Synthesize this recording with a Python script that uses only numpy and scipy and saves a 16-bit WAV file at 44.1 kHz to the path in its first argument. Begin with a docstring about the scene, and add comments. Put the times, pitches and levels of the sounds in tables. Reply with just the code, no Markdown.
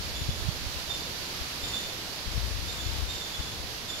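"""A grove in steady wind: palm fronds hiss on the right and broad leaves rustle more softly on the left,
over a far roar of air in the trees. Swirls of air rumble on the left and right microphones in turn,
and single swirls land as soft thumps. A small, distant bird pipes short notes, singly or in
falling runs, which echo among the trees."""
import sys
import numpy as np
from scipy import signal
from scipy.fft import rfft, irfft, next_fast_len
from scipy.io import wavfile
from scipy.ndimage import uniform_filter1d, map_coordinates

SR = 44100
rng = np.random.default_rng(int(sys.argv[2]) if len(sys.argv) > 2 else 0)


def master(y):
    """Save y as 16-bit WAV."""
    cut = np.clip(np.atleast_2d(y).T, -1, 1)
    pcm = np.round(cut * 32767)  # scale
    wavfile.write(sys.argv[1], SR, pcm.astype(np.int16))


N = 176400  # 4 seconds


def amp(db):
    """Turn decibels into a number to multiply a sound by."""
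    return 10 ** (np.asarray(db) / 20)


def unit(x):
    """Scale a sound to an average strength (rms) of 1."""
    return x / np.sqrt(np.mean(x ** 2) + 1e-20)


def curve(rows):
    """Join (time, value) points with straight lines, one value per sample."""
    return np.interp(np.arange(N) / SR, *np.transpose(rows))


def wobble(per_second, samples=N):
    """A smooth curve that glides through so many random values a second."""
    return map_coordinates(rng.standard_normal(4096), [np.arange(samples) * per_second / SR], mode="wrap")


def filtered(x, gain_at):
    """Turn each frequency of a sound up or down by gain_at(frequency)."""
    size = next_fast_len(N + SR // 2)
    hz = np.fft.rfftfreq(size, 1 / SR)
    return irfft(rfft(x, size) * gain_at(hz), size)[..., :N]


def coloured(x, tone):
    """Shape a sound with a table of (frequency, level) points, then scale it to strength 1."""
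    points_hz, db = np.transpose(tone)
    return unit(filtered(x, lambda hz: amp(np.interp(np.log(hz + 1), np.log(points_hz + 1), db))))


def patchy_noise(depth_db):
    """A hiss in which patches of low and high sound drift louder and softer."""
    grid = signal.stft(rng.standard_normal(N), nperseg=512)[2]
    patches = uniform_filter1d(rng.standard_normal(grid.shape), size=8, axis=0)  # smooth over frequency
    patches = uniform_filter1d(patches, size=16, axis=1)  # and over time
    noise = signal.istft(grid * amp(depth_db * unit(patches)), nperseg=512)[1]
    return unit(noise[:N])


def add(track, start_s, sound):
    """Mix a sound into a track at the given time."""
    at = round(start_s * SR) + np.arange(sound.shape[-1])
    inside = (at >= 0) & (at < N)
    track[..., at[inside]] += sound[..., inside]


# Tone of the far wind (frequency [Hz], relative level [dB])
ROAR_TONE = [(20, -5), (45, -10.5), (110, 0.5), (200, -3), (380, -4.5), (700, -8), (1100, -13.5),
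             (1800, -39), (4000, -50)]

def far_roar(level_db=-45.5):
    """Wind in far trees makes a low, steady roar, the same on both sides."""
    return amp(level_db) * coloured(patchy_noise(depth_db=1.0), ROAR_TONE)


def among_trees(call, direct_db, echo_db, fade_s=0.7, build_s=0.014):
    """A call arrives directly and as an echo off trunks and treetops. Levels are (left, right)."""
    t = np.arange(SR) / SR
    fade = amp(-60 * t / fade_s)
    build = 1 - np.exp(-t / build_s)
    bounces = rng.standard_normal((2, SR)) * fade * build
    echo = signal.fftconvolve(call[None], bounces, axes=1)
    echo *= np.linalg.norm(call) / np.linalg.norm(echo, axis=1, keepdims=True)  # same energy as the call
    direct = np.pad(call, (0, SR - 1))
    return amp(direct_db)[:, None] * direct + amp(echo_db)[:, None] * echo


# The bird's notes, before they travel through the trees
# (time [s], pitch [Hz], level [dB], overtone level compared with the note [dB])
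BIRD_NOTES = [(-.04, 3570, -42, -10), (.138, 3475, -37, -8), (.29, 3455, -40, -7), (.882, 3575, -29.5, -16),
              (1.622, 3615, -31.5, -8), (1.726, 3560, -29, -14), (2.67, 3640, -34.5, -9),
              (2.78, 3475, -36, -8), (3.08, 3645, -31, -11), (3.192, 3545, -33.5, -11),
              (3.33, 3490, -34, -12), (3.457, 3445, -39, -13), (3.875, 3575, -33, -9)]

def bird(note_s=0.06, fade_in_s=0.02, fade_out_s=0.03, flutter_db=2):
    """Each note is a short, fluttering whistle with a softer overtone at twice its pitch."""
    arch, sag, waver = 0.016, 0.006, 0.008  # shares of the pitch: low at both ends, falling, unsteady
    song = np.zeros((2, N))
    t = np.arange(SR // 8) / SR
    position = np.clip(t / note_s, 0, 1) * 2 - 1  # -1 at the note's start, +1 at its end
    fade = np.clip(t / fade_in_s, 0, 1) * np.clip((note_s - t) / fade_out_s, 0, 1)
    for start_s, hz, db, overtone_db in BIRD_NOTES:
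        pitch = hz * (1 - arch * position ** 2 - sag * position + waver * wobble(170, len(t)))
        phase = 2 * np.pi * np.cumsum(pitch) / SR
        loudness = np.sqrt(2) * amp(db + flutter_db * wobble(170, len(t))) * fade
        whistle = loudness * np.sin(phase)
        overtone = loudness * amp(overtone_db) * np.sin(2 * phase)
        add(song, start_s, among_trees(whistle, direct_db=(-20.5, -2), echo_db=(-6, -4)))
        add(song, start_s, among_trees(overtone, direct_db=(-5, -8.5), echo_db=(-0.5, -1.5)))
    return song


# Single swirls of air (time [s], peak level [dB], pitch [Hz], side [0 left, 1 right])
AIR_THUMPS = [(.218, -21.5, 110, 0), (.292, -14, 108, 0), (0.491, -13.5, 112, 1), (0.671, -21, 63, 1),
              (0.769, -27.5, 60, 0), (1.417, -25, 60, 0), (1.638, -27, 55.4, 0), (2.281, -22.5, 55.4, 0),
              (2.378, -20.5, 94, 0), (2.592, -22, 72, 0), (2.868, -23, 77, 0), (3.402, -21.5, 64, 0),
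              (3.602, -30, 54.6, 0), (3.643, -30, 68.5, 0)]

def air_thumps(half_width_cycles=0.28):
    """A sharp swirl hits one microphone and gives it one short swing of pressure."""
    mics = np.zeros((2, N))
    t = np.arange(-SR // 20, SR // 20) / SR
    for time_s, db, hz, side in AIR_THUMPS:
        push = amp(db) / np.cosh(t * hz / half_width_cycles)
        swing = np.cos(2 * np.pi * hz * t + rng.uniform(0, 2 * np.pi))
        add(mics[int(side)], time_s + t[0], push * swing)
    return mics


# Strength of the swirling air at each microphone (time [s], level [dB])
LEFT_SWIRLS = [(0, -38), (.22, -39), (.4, -45), (.75, -43), (1.0, -45.5), (1.35, -52.5), (1.7, -45),
               (2.24, -51), (2.27, -37), (2.39, -27.5), (2.6, -31.5), (2.73, -39), (2.82, -36.5),
               (2.86, -31.5), (3.03, -27), (3.13, -38.5), (3.22, -49), (3.5, -43), (3.62, -43), (3.75, -47),
               (4, -49)]
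RIGHT_SWIRLS = [(0, -49), (.08, -40), (.24, -38.5), (.31, -29), (.37, -40), (.44, -25), (.53, -39),
                (.68, -40), (.82, -46.5), (1.2, -47.5), (2.301, -55), (4, -51)]
# Tone of its rumble (frequency [Hz], relative level [dB])
RUMBLE_TONE = [(12, -42), (22, -24), (36, -10.5), (55, 2), (80, -3), (115, -14), (160, -28), (300, -43),
               (900, -80)]

def microphone_rumble(puff_db=1.1):
    """Air swirls over each microphone separately, so each has its own deep, puffing rumble."""
    mics = np.zeros((2, N))
    for mic, swirls in zip(mics, (LEFT_SWIRLS, RIGHT_SWIRLS)):
        rumble = coloured(rng.standard_normal(N), RUMBLE_TONE)
        chance_swells = np.sqrt(np.abs(uniform_filter1d(rumble ** 2, size=4000)) + 1e-9)
        even_rumble = rumble / chance_swells
        mic += amp(curve(swirls) + puff_db * wobble(25)) * even_rumble
    return mics


# Strength of the wind in the leaves (time [s], relative level [dB])
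WIND_STRENGTH = [(0, -43.5), (.3, -44), (.48, -44), (.6, -43.5), (.8, -42), (.98, -43), (1.13, -43),
                 (1.55, -43), (1.8, -42.5), (1.95, -43.5), (2.35, -44), (2.8, -43.9), (3.3, -44.5),
                 (4, -44.8)]

def rustle(tone, flutter_db, ticks_per_s=900, tick_spread_db=2, tick_db=-10.5):
    """Countless leaves hiss and nearer ones tick as they touch. More wind: louder, with more ticks."""
    wind_db = curve(WIND_STRENGTH)
    level_db = wind_db + flutter_db * wobble(14)
    gust = amp(level_db - wind_db.mean())
    touches = rng.random(N) < ticks_per_s * gust / SR
    ticks = unit(touches * rng.standard_normal(N) * amp(tick_spread_db * rng.standard_normal(N)))
    hiss = patchy_noise(depth_db=0.5)
    return amp(level_db) * coloured(hiss + amp(tick_db) * ticks, tone)


# Tone of the broad leaves (frequency [Hz], relative level [dB])
LEAF_TONE = [(300, -15.5), (900, -1), (1600, 0), (2400, -1), (3300, 0.5), (4200, -4), (5200, -5.5),
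             (6000, -7.5), (7000, -7), (8000, -10), (9200, -14), (10500, -11), (12500, -13), (14000, -15),
             (15500, -17)]

def broad_leaves(boost_db=3.5):
    """The broad leaves of bushes brush together in a soft rustle."""
    return amp(boost_db) * rustle(LEAF_TONE, flutter_db=0.87)


# Tone of the palm fronds (frequency [Hz], relative level [dB])
PALM_TONE = [(300, -9), (900, -6), (1600, -6.5), (2400, -4.5), (3300, -2), (4500, 1.5), (5500, -3.5),
             (6400, -7), (7300, -13.5), (8200, -20), (9300, -17.5), (10500, -15.5), (11700, -11),
             (12800, -15.5), (13800, -24.5), (15500, -25)]

def palm_fronds(boost_db=8.5):
    """The leaflets of palm fronds brush together in a bright hiss."""
    return amp(boost_db) * rustle(PALM_TONE, flutter_db=0.48)


def scene():
    """Roar, bird and air on the microphones, with broad leaves on the left and palm on the right."""
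    leaves = np.array([broad_leaves(), palm_fronds()])
    return far_roar() + bird() + air_thumps() + microphone_rumble() + leaves


def record(dry, top_hz=15750):
    """The very highest treble is cut away."""
    return filtered(dry, lambda hz: hz < top_hz)


dry = scene()
out = record(dry)
master(out)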